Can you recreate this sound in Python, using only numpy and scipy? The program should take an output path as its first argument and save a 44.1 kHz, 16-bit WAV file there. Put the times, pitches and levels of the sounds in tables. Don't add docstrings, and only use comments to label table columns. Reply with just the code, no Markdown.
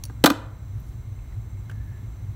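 import sys
import numpy as np
from scipy import signal
from scipy.fft import rfft, irfft
from scipy.io import wavfile
from scipy.ndimage import uniform_filter1d, minimum_filter1d

SR = 44100
rng = np.random.default_rng(int(sys.argv[2]) if len(sys.argv) > 2 else 0)


def generate_wav(sig):
    pcm = np.round(np.clip(np.atleast_2d(sig).T, -1, 1) * 32767).astype(np.int16)
    wavfile.write(sys.argv[1], SR, pcm)


def convert_level_to_amplitude(level_db):
    exponent = np.asarray(level_db, float) / 20
    return 10 ** exponent


N = 103635


def at_hz(points, hz):
    table_hz, values = np.transpose(points)
    return np.interp(np.log(hz), np.log(table_hz), values)


def rms_one(x):
    return x / np.sqrt(np.mean(x ** 2) + 1e-20)


def drift(points_per_s):
    points = rng.standard_normal(size=N // 100)
    return np.interp(np.arange(N) / SR * points_per_s, np.arange(N // 100), points)


def coloured(spectrum):
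    hz = np.maximum(np.arange(N // 2 + 1) * SR / N, 1)
    white = rfft(rng.standard_normal(N))
    return rms_one(irfft(white * convert_level_to_amplitude(at_hz(spectrum, hz)), N))


def narrow_noise(hz, width_hz):
    radius = np.exp(-np.pi * width_hz / SR)
    zeros = [1, 0, -1]
    poles = [1, -2 * radius * np.cos(2 * np.pi * hz / SR), radius ** 2]
    once = signal.lfilter(zeros, poles, rng.standard_normal(N + SR))
    twice = signal.lfilter(zeros, poles, once)
    return rms_one(twice[SR:])


def ring(clicks, hz, t60):
    radius = convert_level_to_amplitude(-60 / (t60 * SR))
    w = 2 * np.pi * hz / SR
    return signal.lfilter([0, np.sin(w)], [1, -2 * radius * np.cos(w), radius ** 2], clicks + 1e-18)


def strike(times, levels_db, modes, spread_db):
    out = np.zeros(N)
    at = (np.asarray(times) * SR).astype(int)
    chance = rng.standard_normal((len(at), len(modes)))
    for k, (hz, db, t60) in enumerate(modes):
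        clicks = np.zeros(N)
        strength = convert_level_to_amplitude(levels_db + db + spread_db * chance[:, k])
        np.add.at(clicks, at, strength * (-1) ** k)
        out += ring(clicks, hz, t60)
    return out


def burst(start_s, db, decay_s):
    t = np.arange(N) / SR - start_s
    envelope = (t >= 0) * np.exp(-np.clip(t, 0, 1) / decay_s)
    return convert_level_to_amplitude(db) * envelope * rng.standard_normal(N)


def background():
    # (frequency [Hz], relative density [dB])
    rumble_spectrum = [(12, -46), (20, -20.5), (48, -5), (64, 0), (80, -11), (104, 2.5), (120, -4),
                       (145, -18), (200, -50.5), (330, -120)]
    # (frequency [Hz], relative density [dB])
    air_spectrum = [(88, -39), (150, -3.5), (374, -17), (429, -22.5), (1090, -25.5), (1880, -31.5),
                    (2120, -33), (3120, -38.5), (4020, -37.5), (4980, -46), (6050, -36), (6670, -44),
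                    (7790, -44.5), (10400, -49.5), (15700, -39)]
    # (frequency [Hz], resonance width [Hz], mean level [dB])
    whistle_bands = [(2130, 110, -71.5), (3960, 135, -75.5), (6145, 220, -75.5), (7600, 22, -78),
                     (7500, 150, -74.5), (8370, 460, -78), (11500, 940, -77.5), (15100, 400, -82)]
    machine = np.zeros(N)
    for hz, width_hz, db in whistle_bands:
        machine += convert_level_to_amplitude(db + 1.4 * drift(6.49)) * narrow_noise(hz, width_hz)
    rumble = convert_level_to_amplitude(-33.5) * coloured(rumble_spectrum)
    air = convert_level_to_amplitude(-50 + 0.3 * drift(3.77)) * coloured(air_spectrum)
    return rumble + air + machine


def clinks():
    # (time [s], level [dB])
    knocks = [(0.0373, -26), (.0385, -27.5), (0.0528, -30), (.0605, -42.5)]
    # (frequency [Hz], level [dB], t60 [s])
    joint_modes = [(4470, -2, 0.017), (5660, -0.5, 0.0154), (6360, 0, 0.0064), (9400, -3.5, 0.021),
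                   (10700, -4, 0.0076), (13500, -6, 0.0063), (15500, -11, .022)]
    times, levels_db = np.transpose(knocks)
    ringing = strike(times, levels_db - 7, joint_modes, spread_db=4.5)
    puffs = sum(burst(s, db - 11, decay_s=0.0039) for s, db in knocks)
    return ringing + puffs


def landings():
    # (time [s], thud [dB], knock [dB], steel [dB], chatter length [s])
    impacts = [(0.0967, -31, -42, -53.5, .012), (0.2397, 4.5, -2, -1.5, .010), (0.259, -13, 0, 1, 0.0091),
               (0.273, -12.5, -12.5, -17.5, 0.00503), (0.3013, -12, -15, -13, 0.0049),
               (0.3174, -36, -23, -26, 0.0044)]
    # (frequency [Hz], level [dB], t60 [s])
    thud_modes = [(183, -3.5, .05), (223, -3.5, 0.055), (287.4, 2, 0.071), (322.7, -4.5, 0.1),
                  (393, -7.5, 0.027)]
    # (frequency [Hz], level [dB], t60 [s])
    knock_modes = [(435, -7, 0.026), (567, -1.5, 0.033), (663.4, -4.5, .03), (754, -3, 0.032),
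                   (858, -2.5, 0.028), (999, -4, 0.043), (1230.5, 0, .03), (1400, -2.5, 0.025),
                   (1557, -3, .025), (2000, -6, 0.013)]
    # (frequency [Hz], level [dB], t60 [s])
    steel_modes = [(2470, -5.5, 0.02), (3120, 1, 0.0099), (3493, -2, 0.016), (3930, 1.5, 0.0095),
                   (4385, -4, 0.0094), (5486, -6.5, .01), (6300, -6.5, 0.0094), (6810, -9.5, 0.0067),
                   (7700, -9, 0.0059), (9120, -18, 0.0435), (10650, -23, 0.002), (11730, -10.5, .006),
                   (12900, -5, 0.0075), (14230, -7, 0.0072)]
    touches_per_s, sag_db, spread_db = 1500, 7, 4.5
    crack_db, crack_low_hz = -1, 3000
    touches, crack = [], np.zeros(N)
    for s, thud, knock, steel, length in impacts:
        late = np.r_[0, np.cumsum(rng.exponential(1, size=24)) / touches_per_s]
        share_db = 10 * np.log10(1 + length * touches_per_s)
        sag = np.where(late < length, -sag_db * late / length - share_db, -np.inf)
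        touches.append([s + late, thud + sag, knock + sag, steel + sag])
        crack += burst(s, steel + crack_db, decay_s=0.73 * length)
    times, thud_db, knock_db, steel_db = np.hstack(touches)
    pole = np.exp(-2 * np.pi * crack_low_hz / SR)
    crack = signal.lfilter([1 - pole], [1, -pole], crack) + convert_level_to_amplitude(-20.5) * crack
    thuds = strike(times, thud_db, thud_modes, spread_db=1.5)
    bench = thuds + strike(times, knock_db, knock_modes, spread_db)
    return bench + convert_level_to_amplitude(-3.5) * strike(times, steel_db, steel_modes, spread_db) + crack


def rustles():
    # (middle [s], length [s], level [dB], low edge [Hz], high edge [Hz])
    swells = [(0.864, 0.21, -66, 3000, 12000), (1.332, .1, -74.5, 1194, 4000)]
    t, out = np.arange(N) / SR, np.zeros(N)
    for middle, length, db, low_hz, high_hz in swells:
        band_pass = signal.butter(1, [low_hz, high_hz], "band", fs=SR, output="sos")
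        band = signal.sosfilt(band_pass, rng.standard_normal(N))
        swell = np.exp(-(2 * (t - middle) / length) ** 2)
        out += convert_level_to_amplitude(db + 2.5 * drift(30.36)) * swell * rms_one(band)
    return out


def wire():
    # (time [s], puff level [dB], ring frequency [Hz], t60 [s])
    taps = [(0.801, -50, 14000, 0.0034), (1.190, -58, 2534, 0.011), (1.323, -54, 2000, .01),
            (1.6964, -41.5, 1520, .012), (1.698, -47, 3000, 0.0069), (1.7131, -42, 1760, 0.0075)]
    out = np.zeros(N)
    for s, db, hz, t60 in taps:
        puff = burst(s, db, decay_s=0.0049)
        out += 0.29 * ring(puff, hz, t60)
        if hz < 9000:
            out += convert_level_to_amplitude(2.5) * signal.lfilter([0.3], [1, -0.7], puff)
    slide_start_s, slide_length_s = 1.686, 0.36
    phase = np.clip((np.arange(N) / SR - slide_start_s) / slide_length_s, 0, 1)
    slide = np.sin(np.pi * phase) ** 0.5 * narrow_noise(hz=1727, width_hz=150)
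    return out + convert_level_to_amplitude(-62) * slide


def room(x):
    # (frequency [Hz], t60 [s])
    reverb_times = [(150, 0.25), (350, 0.49), (800, 0.6), (1500, 0.52), (4000, 0.34), (9000, 0.32),
                    (16000, .14)]
    t = np.arange(SR) / SR
    tail = np.zeros(SR)
    edges = np.geomspace(100, 17000, 16)
    for low, high in zip(edges, edges[1:]):
        band_pass = signal.butter(2, [low, high], "band", fs=SR, output="sos")
        band = signal.sosfilt(band_pass, rng.standard_normal(SR))
        tail += band * convert_level_to_amplitude(-60 * t / at_hz(reverb_times, np.sqrt(low * high)))
    tail *= np.clip(t / 0.0046, 0, 1)
    return signal.fftconvolve(x, tail / np.sqrt(np.sum(tail ** 2)))[:N]


def scene():
    low_cut = signal.butter(2, 170, "high", fs=SR, output="sos")
    near = signal.sosfilt(low_cut, landings() + clinks() + wire())
    top_cut = signal.ellip(8, 0.5, 40, 15750, fs=SR, output="sos")
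    quiet = signal.sosfilt(top_cut, background() + rustles())
    return (near + convert_level_to_amplitude(-20.5) * room(near) + quiet)[None]


def band_limit(x):
    return signal.sosfilt(signal.butter(12, 16740, fs=SR, output="sos"), x)


def record(dry):
    limit_db, release_db_per_s, ahead_s = 2.5, 13, 0.0025
    over = np.maximum(20 * np.log10(np.abs(dry[0]) + 1e-9) - limit_db, 0)
    ramp = release_db_per_s * np.arange(N) / SR
    held = np.maximum.accumulate(over + ramp) - ramp
    ahead = int(ahead_s * SR)
    widened = -minimum_filter1d(-held, size=2 * ahead + 1)
    reduction_db = np.maximum(uniform_filter1d(widened, size=ahead), 0)
    rounded = np.tanh(dry * convert_level_to_amplitude(-reduction_db))
    top_cut = signal.cheby2(10, 40, 16750, fs=SR, output="sos")
    mix = signal.sosfilt(top_cut, rounded)
    return band_limit(mix)


dry = scene()
out = record(dry)
generate_wav(out)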